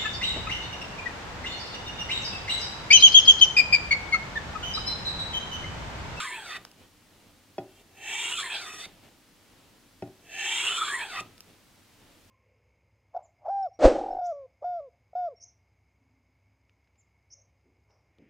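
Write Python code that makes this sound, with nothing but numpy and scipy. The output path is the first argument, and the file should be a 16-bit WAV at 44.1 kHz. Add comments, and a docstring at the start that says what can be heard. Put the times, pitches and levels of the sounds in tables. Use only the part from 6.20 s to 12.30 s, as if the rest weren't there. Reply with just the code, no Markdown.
"""Knife on a leather strop

A knife is stropped on leather on a workbench, close to a stereo microphone in a small workshop.
Stick-slip friction, made of noise, drives resonances that glide as the contact goes from heel to tip:
one free length of steel shortens and the other grows, so the modes rise, fall and cross.
Decaying bench modes give soft knocks as the blade lands or leaves; short noise bursts give dry ticks.
Shaped noise gives the rustling sleeves and room tone, and a decaying noise tail gives the room."""
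import sys
import numpy as np
from scipy import signal
from scipy.fft import rfft, irfft, next_fast_len
from scipy.io import wavfile
from scipy.ndimage import uniform_filter1d, map_coordinates

SR = 44100
rng = np.random.default_rng(int(sys.argv[2]) if len(sys.argv) > 2 else 0)


def int16_out(signal):
    """Quantize to a 16-bit WAV file."""
    q = np.round(np.clip(np.atleast_2d(signal).T, -1, 1) * 32767)
    wavfile.write(sys.argv[1], SR, q.astype(np.int16))


N = 269010  # length in samples


def amp(db):
    """Decibel law: 20 dB is a tenfold gain in amplitude."""
    return 10 ** (np.asarray(db) / 20)


def unit(x):
    """Normalisation: scale to a root-mean-square of 1."""
    return x / np.sqrt(np.mean(x ** 2) + 1e-20)


def along(points, hz):
    """Logarithmic frequency scale: read (Hz, value) points between their knots."""
    f, v = np.transpose(points)
    return np.interp(np.log(hz + 1), np.log(f + 1), v)


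def follow(rows, where):
    """Linear interpolation: read each later column of a table along its first."""
    first, *columns = np.transpose(rows)
    return [np.interp(where, first, column) for column in columns]


def wobble(rate):
    """Band-limited random fluctuation: a smooth curve with rate knots a second, at rms 1."""
    knots = rng.standard_normal(4096)
    return unit(map_coordinates(knots, [np.arange(N) * rate / SR], order=2, mode="wrap"))


def swell(t, centre_s, half_s):
    """Gaussian envelope: a bell-shaped rise and fall of height 1."""
    return np.exp(-((t - centre_s) / half_s) ** 2)


def filtered(x, response):
    """Linear filtering: multiply the spectrum by a response of frequency."""
    n = x.shape[-1]
    padded = next_fast_len(n + 4096, True)
    hz = np.fft.rfftfreq(padded, 1 / SR)
    return irfft(rfft(x, padded) * response(hz), padded)[..., :n]


def coloured(x, spectrum):
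    """Spectral shaping: give x a (Hz, dB) colour, at rms 1."""
    return unit(filtered(x, lambda hz: amp(along(spectrum, hz))))


def even(x):
    """Envelope levelling: hold the slow level at 1 and keep the fast flutter."""
    power = np.abs(uniform_filter1d(x ** 2, size=2600))
    return x / np.sqrt(power + 1e-12)


def stereo(pair, width):
    """Mid-side stereophony: the side is added on the left and subtracted on the right."""
    mid = pair[0]
    side = filtered(pair[1], lambda hz: amp(along(width, hz)))
    return np.array([mid + side, mid - side])


# contact positions (heel 0, point 1): the curve of the edge, and the furthest that a stroke reaches
BELLY, TIP = 0.57, 0.975
PULL_S = 0.06  # how quickly the hand pulls through the belly
ROLL_BACK = 0.55  # past the furthest point the contact rocks back, at this share of its speed


def contact(t, belly_s, speed, pull):
    """Kinematics: heel-to-tip travel, quicker through the belly, then a slight rock back at the tip."""
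    travel = BELLY + speed * (t - belly_s) + pull * np.tanh((t - belly_s) / PULL_S)
    travel = np.maximum(travel, 0)
    return np.minimum(travel, TIP - ROLL_BACK * (travel - TIP))


# How the blade answers from heel to tip. Each row: contact position from 0 to 1,
# then deep ring, bright ring and hiss, all in dB.
RESPONSE = [(.1, -8.7, -1, -16), (.3, -11.4, -.2, -9.5), (.47, -7.3, -1.2, -12), (.6, -5, -3.9, -13),
            (.74, -8, -10.2, -16.5), (.88, -15, -14.8, -25)]
# The edge bites into the leather for a moment, or eases off. Each row: centre in seconds,
# half-width in seconds, then the change of deep ring, bright ring and hiss in dB.
BITES = [(.145, .025, -1, 5.5, -2), (2.2, .032, -2, 4, 3.5), (2.35, .046, 2.5, 11.5, 2),
         (2.574, .056, -5, -4, 1), (4.485, .023, 0, 4, 0), (4.615, .028, 7.5, -1.5, -1),
         (4.737, .035, 7, -3.5, 3), (4.82, .024, 6.5, 6.5, 1), (5.008, .012, -2, 2, 7)]
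ATTACK_S, EASE_S = 0.2, 0.034  # S-curve of pressure: time to half strength, and time constant
PRESS_LEAD_S, PRESS_S = 0.026, 0.05  # last press on the tip: lead on the lift-off, and half-width
RELEASE_DB_PER_S = 1500  # the blade leaves the leather


def stroke_levels(t, position, start_s, lift_s, tip_deep_db, tip_bright_db):
    """Contact pressure sets deep ring, bright ring and hiss: it builds, bites, presses the tip, lets go."""
    attack_db = -20 * np.log10(1 + np.exp((start_s + ATTACK_S - t) / EASE_S))
    release_db = -RELEASE_DB_PER_S * np.maximum(t - lift_s, 0)
    last_press = (lift_s - PRESS_LEAD_S, PRESS_S, tip_deep_db, tip_bright_db, 0)
    bites_db = sum(np.outer(gains_db, swell(t, centre_s, half_s))
                   for centre_s, half_s, *gains_db in [*BITES, last_press])
    return np.array(follow(RESPONSE, position)) + attack_db + bites_db + release_db


def tip_echo(x, position, strength):
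    """Comb filtering: waves return from the blade's far end, later as the contact travels."""
    delay_s = 0.00064 + 0.00067 * position
    echo = np.array([map_coordinates(channel, [np.arange(len(channel)) - delay_s * SR]) for channel in x])
    return unit(x + strength * echo)


def ring(friction, modes, position, tilt_db, width_hz):
    """Forced resonance: friction excites modes that glide with the contact; width_hz holds at 1 kHz."""
    out = 0
    for mode in modes:
        hz, db = follow(mode, position)
        width = width_hz * np.sqrt(hz.mean() / 1000)  # the leather damps higher modes more
        # shift the gliding mode down to 0 Hz, filter it there, and shift it back
        turn = np.exp(2j * np.pi * np.cumsum(hz) / SR)
        swing = signal.sosfilt(signal.butter(1, width / 2, fs=SR, output="sos"), friction / turn)
        swing = signal.sosfilt(signal.butter(1, width * 2, fs=SR, output="sos"), swing)
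        octaves = np.log2(np.clip(hz, 1100, 3600) / 2500)
        out = out + amp(db + tilt_db * octaves) * unit((swing * turn).real)
    return out


# The strokes, with one faint brush as the blade is settled. Each row: start in seconds,
# lift-off in seconds, level in dB, extra lean toward the tip in dB, deep ring in dB, hiss in dB,
# deep and bright gain of the last press in dB, tilt of the modes at start and at lift-off in dB per octave,
# moment the belly passes in seconds, speed in blade lengths per second,
# and extra pull to either side of the belly in blade lengths.
STROKES = [ (-0.55, 0.37, -32, -1.1, 1.6, 1.2, 7, 7, -44, 12, -0.005, .88, .09),
           (1.33, 1.615, -61.5, 0, -8, 0, 0, 0, -6, -4, 1.92, .9, 0),
           (1.666, 2.656, -33, 2.6, 0.2, 1.4, -4, 4.4, -6, 8, 2.192, .78, .155),
           (3.978, 5.006, -30.2, -1.3, 0, 0.4, 9.8, 7.3, 3, -1, 4.618, 1.11, .003), ]
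# Bending modes of the blade, one list of points per mode. Each point: contact position from 0 to 1,
# frequency in Hz, level in dB.
BLADE = [
    [(0, 716, -1), (.2, 860, 1.5), (.45, 1024, -22.5), (.6, 1356, 4), (.7, 1804, 8.5), (.76, 2114, 2),
     (.81, 2546, 7.5), (.88, 2680, -21)],
    [(0, 1590, -65), (.3, 1620, -19.5), (.45, 1370, -9), (.58, 1296, 14.5), (.68, 1136, 1), (.8, 937, -4.5),
     (.9, 740, -10), (1, 774, -8)],
    [(0, 2650, -4.5), (.18, 2677, 5.5), (.42, 2870, 3.5), (.55, 2330, -6.5), (.68, 2310, -6),
     (.75, 1840, 5), (.85, 1653, -7.5), (.94, 1217, 3.5), (1, 1250, 10)],
    [(0, 1750, 5), (.17, 1800, 7), (.28, 2030, -3), (.36, 2490, -2.5), (.43, 3030, 10.5), (.48, 2970, 2.5),
     (.56, 3430, -1), (.66, 3576, -10.5), (.83, 3520, -4), (.9, 3560, -5)],
    [(0, 3000, -16), (.2, 3177, 7), (.35, 3230, 3.5), (.5, 3500, -1.5), (.6, 3360, 0), (.74, 3220, -6),
     (.84, 3290, 6), (.9, 3150, -10.5), (1, 3030, -3)],
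    [(0, 3430, -29), (.25, 3520, 3), (.45, 3910, -11.5), (.7, 4140, -10), (.88, 3970, -5), (.97, 3260, -10),
     (1, 3530, 3)],
    [(0, 2350, -8), (.25, 2330, 6), (.5, 2250, -30.5), (.88, 2650, -10.5), (.96, 2550, 2), (1, 2550, 8)],
    [(.55, 3030, -41), (.8, 2520, -4), (.89, 2430, -3.5), (.94, 1840, 2), (1, 2050, 3)],
    [(.75, 4030, -46), (.85, 4400, -10), (.9, 4520, -8.5), (.94, 4500, -12), (1, 4380, -17)],
]
# High, crowded modes of the edge, one list of points per mode. Each point: contact position from 0 to 1,
# frequency in Hz, level in dB.
EDGE = [
    [(0, 6270, 1), (.3, 6850, -3.5), (.55, 7300, -3), (.75, 7560, -2), (.9, 6080, -8.5), (1, 5700, -13)],
    [(0, 7300, -1), (.35, 7700, -3.5), (.55, 7800, -1), (.7, 7000, -4), (.85, 8300, 7.5), (1, 8150, -25)],
    [(0, 7600, -9), (.35, 8200, 0), (.55, 8400, -11), (.75, 8730, 6.5), (.88, 9260, -10), (1, 9200, -6)],
    [(0, 10000, -21), (.5, 9400, -8), (.8, 10300, -6), (1, 11000, -19)],
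]
# Rub between the modes. Each row: frequency in Hz, level in dB.
SCRAPE = [(150, -60), (450, -12), (700, -10), (1050, -13), (1400, -4.5), (2150, -11.5), (3100, -7),
          (3900, -8), (5200, -29), (6500, -49)]
# Hiss of the leather fibres. Each row: frequency in Hz, level in dB.
HISS = [(600, -70), (3500, -24), (5000, -35), (5800, -19), (6800, 8.5), (8000, 9), (10000, -4),
        (11200, -8.5), (12500, -21), (14500, -15), (15700, -32)]
# Rumble of the rubbed strop. Each row: frequency in Hz, level in dB.
STROP = [(30, -36), (70, -14), (130, -15.5), (280, -7), (385, 4.8), (500, -7), (650, -3.5), (800, -1.5),
         (1100, -27)]
# Fizz of the finest fibres. Each row: frequency in Hz, level in dB.
FIZZ = [(5000, -27), (9500, 3), (11500, 0), (12800, -10), (15000, -2.5)]
FIZZ_LEAN = 0.9  # leaning on the tip tears more fine fibres: dB of fizz per dB of lean
PATCH_DB, PATCH_RATE = 0.6, 24  # uneven nap of the leather: depth in the hiss, and knots per second


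def strokes():
    """Stick-slip friction: catching fibres ring the blade, hiss, and rumble in the strop."""
    out = np.zeros((2, N))
    grip = amp(1.13 * wobble(35) + 0.49 * wobble(420))
    slips = grip * rng.standard_normal((3, 2, N))
    nap_db = PATCH_DB * wobble(PATCH_RATE)
    for (start_s, lift_s, db, tip_lean_db, deep_gain_db, hiss_gain_db, tip_deep_db, tip_bright_db,
         tilt_start_db, tilt_end_db, belly_s, speed, pull) in STROKES:
        span = np.arange(max(0, round(start_s * SR)), min(N, round(lift_s * SR) + SR // 16))
        t = span / SR
        position = contact(t, belly_s, speed, pull)
        lean_db = tip_lean_db * np.clip((position - BELLY) / (.85 - BELLY), 0, 1)
        levels_db = stroke_levels(t, position, start_s, lift_s, tip_deep_db, tip_bright_db)
        deep_db, bright_db, hiss_db = db + lean_db + levels_db
        # a steeper blade favours the higher modes
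        tilt_db = np.interp(t, [start_s, lift_s], [tilt_start_db, tilt_end_db])

        catch, rub, fibres = slips[..., span]
        rub = tip_echo(rub, position, strength=0.48)
        fibres = tip_echo(fibres, position, strength=0.25)

        steel = ring(catch, BLADE, position, tilt_db, width_hz=71.5) + amp(-7) * coloured(rub, SCRAPE)
        low = filtered(steel, lambda hz: 1 / (1 + (hz / 2100) ** 16))
        blade = amp(deep_db + deep_gain_db) * even(low) + amp(bright_db) * even(steel - low)

        edge_ring = ring(catch, EDGE, position, tilt_db=-3.5, width_hz=86)
        edge = even(amp(3.5) * edge_ring + coloured(fibres, HISS))
        edge = amp(hiss_db + hiss_gain_db + nap_db[span]) * edge

        # rumble and fizz follow the pressure less steeply than the steel does
        pressure_db = np.maximum(deep_db, bright_db)
        rumble = amp(-37.5 + 0.42 * pressure_db) * coloured(catch, STROP)
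        fizz = amp(-52.8 + 0.38 * pressure_db + FIZZ_LEAN * lean_db) * coloured(fibres, FIZZ)
        out[:, span] += blade + edge + rumble + fizz
    return out


# Sleeves shift as the hands lift and swing back. Each row: centre in seconds, half-width in seconds,
# level in dB.
SLEEVE = [(.62, .05, -56.5), (1.03, .16, -62), (2.86, .06, -57), (3.4, .2, -63.5), (5.3, .07, -60.5),
          (5.87, .16, -62.5)]
# Colour of the cloth. Each row: frequency in Hz, level in dB.
CLOTH = [(40, -3), (100, 3), (300, 0), (600, -2.5), (1500, -11.5), (3000, -9), (6000, -20), (15000, -27)]
# Colour of the room tone. Each row: frequency in Hz, level in dB.
FLOOR = [(12, -33), (20, -19), (38, 3.5), (65, -12.5), (95, 5.5), (126, -6), (291, 0), (430, -11.5),
         (494, -9), (672, -13), (794, -11), (1390, -12.5), (4600, -15.5), (15700, -24.5)]
# Width of the background. Each row: frequency in Hz, side over mid in dB.
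FLOOR_SIDE = [(60, -10), (180, -10.5), (550, -9), (1650, -7), (4970, -5), (15000, -3)]
FLOOR_DB = -61
SLEEVE_REST_DB = -69  # the arms are never quite still
SLEEVE_DRAW_DB, SLEEVE_DRAW_S = -61, 0.4  # the drawing arm around the belly: level and half-width
SLEEVE_STOP_DB, SLEEVE_STOP_S = -57, 0.17  # the arm stops at lift-off: level and half-width


def background():
    """Broadband noise: steady room tone, and sleeves rustling in each full stroke and between strokes."""
    t = np.arange(N) / SR
    moves = list(SLEEVE)
    for _, lift_s, *_, belly_s, _, _ in STROKES:
        if belly_s < lift_s:  # a full stroke passes the belly
            moves += [(belly_s, SLEEVE_DRAW_S, SLEEVE_DRAW_DB), (lift_s, SLEEVE_STOP_S, SLEEVE_STOP_DB)]
    # independent rustles add in power
    moving_power = sum((amp(db) * swell(t, centre_s, half_s)) ** 2 for centre_s, half_s, db in moves)
    motion = np.sqrt(amp(SLEEVE_REST_DB) ** 2 + moving_power)
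    sleeves = motion * amp(0.79 * wobble(53)) * coloured(rng.standard_normal((2, N)), CLOTH)
    tone = amp(FLOOR_DB) * coloured(rng.standard_normal((2, N)), FLOOR)
    return stereo(sleeves + tone, FLOOR_SIDE)


# The blade lands on or leaves the strop. Each row: time in seconds, knock in dB, hardness in dB, thud in dB.
KNOCKS = [(0.377, -51, 3, -3), (1.3816, -28.5, 0.7, -0.5), (2.66, -51.5, -1, 8), (3.823, -28.5, -5, 2),
          (3.874, -49.5, 0.5, 4), (5.007, -44, -1, 8)]
# Modes of strop and bench. Each row: frequency in Hz, level in dB, time to decay by 60 dB in seconds.
BENCH = [(118, -11, 0.14), (178, -7, 0.078), (195, -13.5, 0.09), (293, -14, 0.29), (367.8, -1.5, 0.094),
         (376.4, -8.5, 0.16), (624, -1, 0.071), (667, 4.5, 0.039), (760, 1.5, 0.072), (807, -16, 0.11),
         (1440, -14, .05), (1860, -9, 0.025), (2530, -8, 0.018), (3350, -18, 0.046)]
# The soft slap of steel on leather. 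Each row: frequency in Hz, level in dB.
PUFF = [(100, 1), (700, 4.5), (1200, -8), (3000, -11), (5000, -38.5), (9000, -70)]


def knocks():
    """Impact excitation: hard contacts reach the bench's high modes, heavy ones its low modes."""
    out = np.zeros(N + SR)
    t = np.arange(SR // 2) / SR
    for start_s, db, hard_db, thud_db in KNOCKS:
        modes = 0
        for hz, mode_db, t60 in BENCH:
            colour_db = hard_db * (hz > 500) + 2 * hard_db * (hz > 3000) + thud_db * (hz < 250)
            level_db = mode_db + rng.normal(0, 0.7) + colour_db
            modes = modes + amp(level_db - 60 * t / t60) * np.sin(2 * np.pi * hz * t)
        slap = amp(-7 + hard_db - 60 * t / 0.042) * coloured(rng.standard_normal(len(t)), PUFF)
        blow = (modes + slap) * (1 - np.exp(-t / 0.002))  # a soft onset
        out[round(start_s * SR):][:len(t)] += amp(db) * blow
    # the bench radiates no deep bass
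    out = signal.sosfilt(signal.butter(3, 85, "high", fs=SR, output="sos"), out[:N])
    slope = np.std(out) * unit(np.gradient(out))
    return np.array([out, slope])  # mid hears the pressure, side its slope


# Small ticks of the knife in the hand. Each row: time in seconds, relative level in dB,
# body (gain of the lows) in dB.
TICKS = [(.451, -32.5, 5), (.515, -39, -13), (5.18, -39, -16), (5.206, -30.5, -9)]
# Colour of a tick. Each row: frequency in Hz, level in dB.
TICK = [(200, -6), (1200, 0), (3000, 0), (5500, -12), (8000, -14), (10500, -10), (15000, -22)]


def ticks():
    """Impulsive noise: bursts that decay within milliseconds as the knife is turned in the fingers."""
    out = np.zeros((2, N + SR))
    t = np.arange(SR // 20) / SR
    for start_s, db, body_db in TICKS:
        snap = coloured(rng.standard_normal((2, len(t))), TICK) * amp(db - 6 - 60 * t / 0.0081)
        snap = filtered(snap, lambda hz: amp(body_db / (1 + (hz / 1800) ** 4)))
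        out[:, round(start_s * SR):][:, :len(t)] += snap
    return out[:, :N]


# The freed blade sings on faintly after lift-off. Each row: time in seconds, level in dB.
LIFTS = [(5.014, -63)]


def free_ring():
    """Free vibration: off the damping leather, one mode of the blade rings on at a fixed pitch."""
    out = np.zeros((2, N + SR))
    t = np.arange(SR // 2) / SR
    for start_s, db in LIFTS:
        tone = amp(db - 60 * t / 1.0) * np.sin(2 * np.pi * 1295 * t)
        out[:, round(start_s * SR):][:, :len(t)] += tone
    return out[:, :N]


# Decay of the room. Each row: frequency in Hz, time to decay by 60 dB in seconds.
ROOM = [(100, 0.33), (400, 0.28), (2000, 0.18), (12000, 0.095)]


def workshop(x):
    """Reverberation: convolution with a short noise tail whose treble dies first."""
    hz, t, noise = signal.stft(rng.standard_normal((2, SR // 2)), SR, nperseg=256)
    decay = amp(-60 * t / along(ROOM, hz)[:, None])
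    build_up = 1 - np.exp(-t / 0.011)
    tail = signal.istft(noise * decay * build_up, SR, nperseg=256)[1]
    return signal.fftconvolve(x, tail / np.linalg.norm(tail[0]), axes=1)[:, :N]


# Width of the near sounds. Each row: frequency in Hz, side over mid in dB.
WIDTH = [(100, -27), (400, -21), (1200, -40), (2400, -9), (3600, -19.5), (4500, 3), (5500, 17), (6500, 6.5),
         (8000, -40), (10000, -3.5), (12500, 9.5), (15000, -5)]
# The near sounds lean a little to one side. Each row: frequency in Hz, left minus right in dB.
LEAN = [(100, 2), (1200, -0.5), (2600, -1), (4500, -1), (6500, -1), (8500, 2), (15000, -1)]


def scene():
    """Superposition: knife and bench just in front of the microphone, the room behind them."""
    knife = strokes() + free_ring() + ticks()
    bench = knocks()
    room = workshop(amp(-15.5) * knife + amp(-14.5) * bench)
    near = stereo(knife + bench + room, WIDTH)
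    sides = np.array([[.5], [-.5]])  # left and right each take half of a difference
    lag_s = 1.5e-5  # the right capsule is slightly nearer
    near = filtered(near, lambda hz: amp(sides * along(LEAN, hz)) * np.exp(-2j * np.pi * hz * sides * lag_s))
    return near + amp(sides * 0.23) * background()


TOP_HZ = 15820


def record(dry):
    """Band limitation: nothing is kept above the top frequency."""
    return filtered(dry, lambda hz: hz < TOP_HZ)


dry = scene()
out = record(dry)
int16_out(out)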